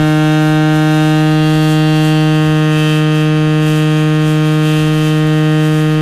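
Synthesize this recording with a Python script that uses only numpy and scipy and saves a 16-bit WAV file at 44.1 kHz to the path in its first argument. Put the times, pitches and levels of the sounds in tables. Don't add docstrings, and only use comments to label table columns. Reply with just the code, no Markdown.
import sys
import numpy as np
from scipy import signal
from scipy.fft import rfft, irfft
from scipy.io import wavfile

SR = 44100
rng = np.random.default_rng(int(sys.argv[2]) if len(sys.argv) > 2 else 0)


def put_to_file(sound):
    columns = np.atleast_2d(sound).T
    safe = np.clip(columns, -1, 1)
    whole_steps = np.round(safe * 32767)
    wavfile.write(sys.argv[1], SR, whole_steps.astype(np.int16))


N = 265041
TIME = np.arange(N) / SR
STEPS = np.linspace(0, N / SR, 600)

# time_s, pitch_hz, level_db
BLAST_COURSE = [(0.0, 153.8, -11.8), (0.45, 154.33, -11.4), (0.85, 154.57, -11.5), (1.3, 154.85, -10.7),
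                (1.5, 155.07, -10.6), (2.27, 155.03, -10.5), (2.85, 154.08, -12.2), (3.45, 154.16, -12.0),
                (4.7, 154.35, -11.9), (4.97, 154.42, -12.9), (5.55, 154.6, -11.1), (6.0, 154.45, -13.0)]


def from_db(db):
    return 10 ** (np.asarray(db) / 20)


def rms_one(x):
    return x / np.sqrt(np.mean(x ** 2) + 1e-20)


def in_time(rows, times):
    time_s, *columns = np.transpose(rows)
    return [np.interp(times, time_s, column) for column in columns]


def at_hz(points, hz):
    point_hz, db = np.transpose(points)
    return np.interp(np.log(np.maximum(hz, 1)), np.log(point_hz), db)


def drift(rate_hz):
    pole = np.exp(-2 * np.pi * rate_hz * STEPS[1])
    slow = signal.lfilter([1], [1, -2 * pole, pole * pole], rng.standard_normal(2 * len(STEPS)))
    return rms_one(slow[len(STEPS):])


def noise(spectrum):
    hz = np.fft.rfftfreq(N, 1 / SR)
    white = rfft(rng.standard_normal(N))
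    return rms_one(irfft(white * from_db(at_hz(spectrum, hz)), N))


def bump(centre_s, length_s, edge):
    return .5 ** (np.abs(2 * (STEPS - centre_s) / length_s) ** edge)


def cycles(jitter=0.00035, jitter_hz=14.8):
    pitch_hz, _ = in_time(BLAST_COURSE, STEPS)
    trembling_hz = pitch_hz * (1 + jitter * drift(jitter_hz))
    return 2 * np.pi * np.cumsum(np.interp(TIME, STEPS, trembling_hz)) / SR


def partials(tone, multiples, pitch_hz):
    # frequency_hz, level_db
    front_treble = [(4800, -37.5), (5400, -51.5), (6200, -40.5), (7500, -49.5), (9500, -49), (13000, -56)]
    known, db = np.transpose(tone)
    treble_db = at_hz(front_treble, multiples * pitch_hz)
    return np.where(multiples <= known[-1], np.interp(multiples, known, db), treble_db)


def causal_phase(hz, db, size=4096):
    grid_hz = np.fft.rfftfreq(size, 1 / SR)
    response = from_db(at_hz(np.column_stack([hz, db]), grid_hz))
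    cepstrum = irfft(np.log(response))
    phase = rfft(2 * cepstrum[:size // 2], size).imag
    return np.interp(hz, grid_hz, phase)


def swells():
    # centre_s, length_s, hiss_rise_db, rasp_rise_db
    swell_rows = [(0.3, .16, 2, 1.5), (1.027, 0.26, 5, 1.5), (1.64, 0.27, 6, -0.5), (2.01, 0.13, 7.5, .5),
                  (2.862, 0.27, 8.5, 5), (3.185, 0.13, 13, 2), (3.727, 0.2, 12, 2), (3.96, 0.19, 4, 2),
                  (4.3, .13, 7.5, 0), (4.487, 0.11, 6, 1), (4.768, 0.26, 6, 4.5), (5.046, .2, 5.5, 3.5),
                  (5.758, 0.36, 9, -.5)]
    edge = 2.9
    return sum(np.outer(rise_db, bump(centre_s, length_s, edge))
               for centre_s, length_s, *rise_db in swell_rows)


def horn(turn, drive_db=-0.74, fading_db=3.0, fading_hz=6000, fading_rate_hz=0.5, flutter_db=2.0,
         flutter_rate_hz=8, scatter_rad=2.67, scatter_hz=4500, count=90):
    # multiple, level_db
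    building_tone = [(1, 1), (2, -0.5), (3, -9.5), (4, -12), (5, -12), (6, -40.5), (7, -14.5), (8, -12.5),
                     (9, -12.5), (10, -22), (11, -20), (12, -19), (13, -27.5), (14, -21.5), (15, -55.5),
                     (16, -38), (17, -25), (18, -24.5), (19, -26), (20, -47), (21, -24.5), (22, -33),
                     (23, -34), (24, -23), (25, -55.5), (26, -31.5), (27, -47), (28, -44), (29, -50),
                     (30, -45)]
    # multiple, level_db
    full_tone = [(1, 1), (2, -2), (3, -9.5), (4, -18.5), (5, -16), (6, -46.5), (7, -17), (8, -15.2),
                 (9, -22), (10, -39.5), (11, -23), (12, -20), (13, -28.5), (14, -32), (15, -48.5),
                 (16, -32.5), (17, -24), (18, -21), (19, -27), (20, -19.5), (21, -19.5), (22, -33.5),
                 (23, -25), (24, -35), (25, -32.5), (26, -28), (27, -40), (28, -29), (29, -25), (30, -35)]
    # multiple, level_db
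    eased_tone = [(1, 1.5), (2, -3), (3, -8), (4, -19), (5, -22.9), (6, -45.5), (7, -18), (8, -15.5),
                  (9, -20.5), (10, -36.5), (11, -23), (12, -18), (13, -28.5), (14, -42), (15, -26.5),
                  (16, -29.5), (17, -22.5), (18, -26), (19, -29.5), (20, -23), (21, -23.5), (22, -39.5),
                  (23, -31.5), (24, -30.5), (25, -51), (26, -42.5), (27, -37), (28, -44), (29, -37.5),
                  (30, -38.5)]
    # time_s, stage (0 building, 1 full, 2 eased)
    pressure = [(1.02, 0), (1.45, 1), (2.2, 1), (2.72, 2)]
    brass_low_hz, brass_high_hz = 540, 1930
    linger_db, linger_s = 2.5, 0.35
    rasp_hz = 2400

    pitch_hz, level_db = in_time(BLAST_COURSE, STEPS)
    stage, = in_time(pressure, STEPS)
    multiples = np.arange(1, count + 1)
    hz = multiples * pitch_hz.mean()
    tones = np.array([partials(tone, multiples, pitch_hz.mean())
                      for tone in (building_tone, full_tone, eased_tone)])
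    shares = np.maximum(0, 1 - np.abs(stage - np.arange(len(tones))[:, None]))

    since_eased_s = np.maximum(STEPS - pressure[-1][0], 0)
    brass_db = linger_db * shares[-1] * np.exp(-(since_eased_s / linger_s) ** 2)
    brassy = (hz > brass_low_hz) & (hz < brass_high_hz)
    _, rasp_db = swells()
    partial_db = level_db + tones.T @ shares
    partial_db = partial_db + np.outer(brassy, brass_db) + np.outer(hz > rasp_hz, rasp_db)
    gain = from_db(partial_db)

    lead = 1.5 / multiples ** 4 + .9 / (1 + (multiples / 5) ** 4)
    smear = scatter_rad * np.tanh((hz / scatter_hz) ** 3) * rng.standard_normal(count)
    phase = causal_phase(hz, tones.mean(axis=0)) + lead + smear

    blast = np.zeros(N)
    for multiple, partial_hz, partial_gain, partial_phase in zip(multiples, hz, gain, phase):
        wander_db = fading_db * drift(fading_rate_hz) + flutter_db * drift(flutter_rate_hz)
        fade = from_db(np.tanh(partial_hz / fading_hz) * wander_db)
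        level = np.interp(TIME, STEPS, partial_gain * fade)
        blast += level * np.cos(multiple * turn + partial_phase)
    return np.sqrt(2) * from_db(drive_db) * blast


def air_hiss(turn):
    # frequency_hz, relative_db
    hiss_colour = [(1500, -11), (3000, -9.5), (6500, -2.5), (9000, -4.5), (12000, -8), (15000, -11.5)]
    # time_s, level_db
    hiss_level = [(0.0, -38.5), (1.3, -41.5), (2.7, -41), (3.1, -50), (3.5, -49), (4.2, -44), (5.2, -41),
                  (6.0, -49)]
    flicker_db, flicker_hz = 2, 7.3
    throb_db, throb_lag = 2, 0.19

    hiss_rise_db, _ = swells()
    hiss_db = in_time(hiss_level, STEPS)[0] + hiss_rise_db + flicker_db * drift(flicker_hz)
    throbbing_db = throb_db * np.cos(turn - 2 * np.pi * throb_lag)
    return from_db(np.interp(TIME, STEPS, hiss_db) + throbbing_db) * noise(hiss_colour)


def water():
    # frequency_hz, relative_db
    wash_colour = [(120, 0), (200, 11.5), (290, -1), (550, -1.5), (730, 3), (950, -2), (1700, 2),
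                   (2350, -1.5), (3100, 3.5), (3700, -4.5), (5000, -8), (6500, -15), (9000, -27),
                   (13000, -33)]
    level_db, follows = -33, 0.4

    _, rasp_rise_db = swells()
    wash_gain = from_db(np.interp(TIME, STEPS, level_db + follows * rasp_rise_db))
    return wash_gain * noise(wash_colour)


def wind():
    # frequency_hz, relative_db
    wind_colour = [(15, -17.5), (35, 5.5), (65, 5.5), (110, -2), (200, -10.5), (400, -59)]
    # centre_s, length_s, peak_db
    gust_rows = [(0.02, 0.088, -23), (0.113, 0.033, -31), (0.26, .14, -35), (0.52, .1, -32),
                 (0.76, .1, -34), (1.05, .06, -35), (1.57, .07, -33), (2.0, .08, -35), (2.49, .14, -29),
                 (2.784, .08, -37), (3.455, 0.099, -33), (3.62, .05, -35), (4.27, .06, -27),
                 (4.813, .08, -30), (5.26, 0.055, -32), (5.35, .05, -35)]
    breeze_db, swing_db, breeze_hz = -45.5, 3.5, 2.4
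    edge = 1.8

    breeze = from_db(breeze_db + swing_db * drift(breeze_hz))
    gusts = sum(from_db(peak_db) * bump(centre_s, length_s, edge)
                for centre_s, length_s, peak_db in gust_rows)
    return np.interp(TIME, STEPS, np.hypot(breeze, gusts)) * noise(wind_colour)


def scene():
    turn = cycles()
    return (horn(turn) + air_hiss(turn) + water() + wind())[None]


def record(dry):
    overload, hardness = .478, 16
    cutoff_hz = 15030
    fine = signal.resample_poly(dry, 2, 1, axis=-1)
    flat = fine / (1 + np.abs(fine / overload) ** hardness) ** (1 / hardness)
    low_pass = signal.firwin(601, cutoff_hz, fs=2 * SR)
    return signal.resample_poly(flat - flat.mean(), 1, 2, axis=-1, window=low_pass)


dry = scene()
out = record(dry)
put_to_file(out)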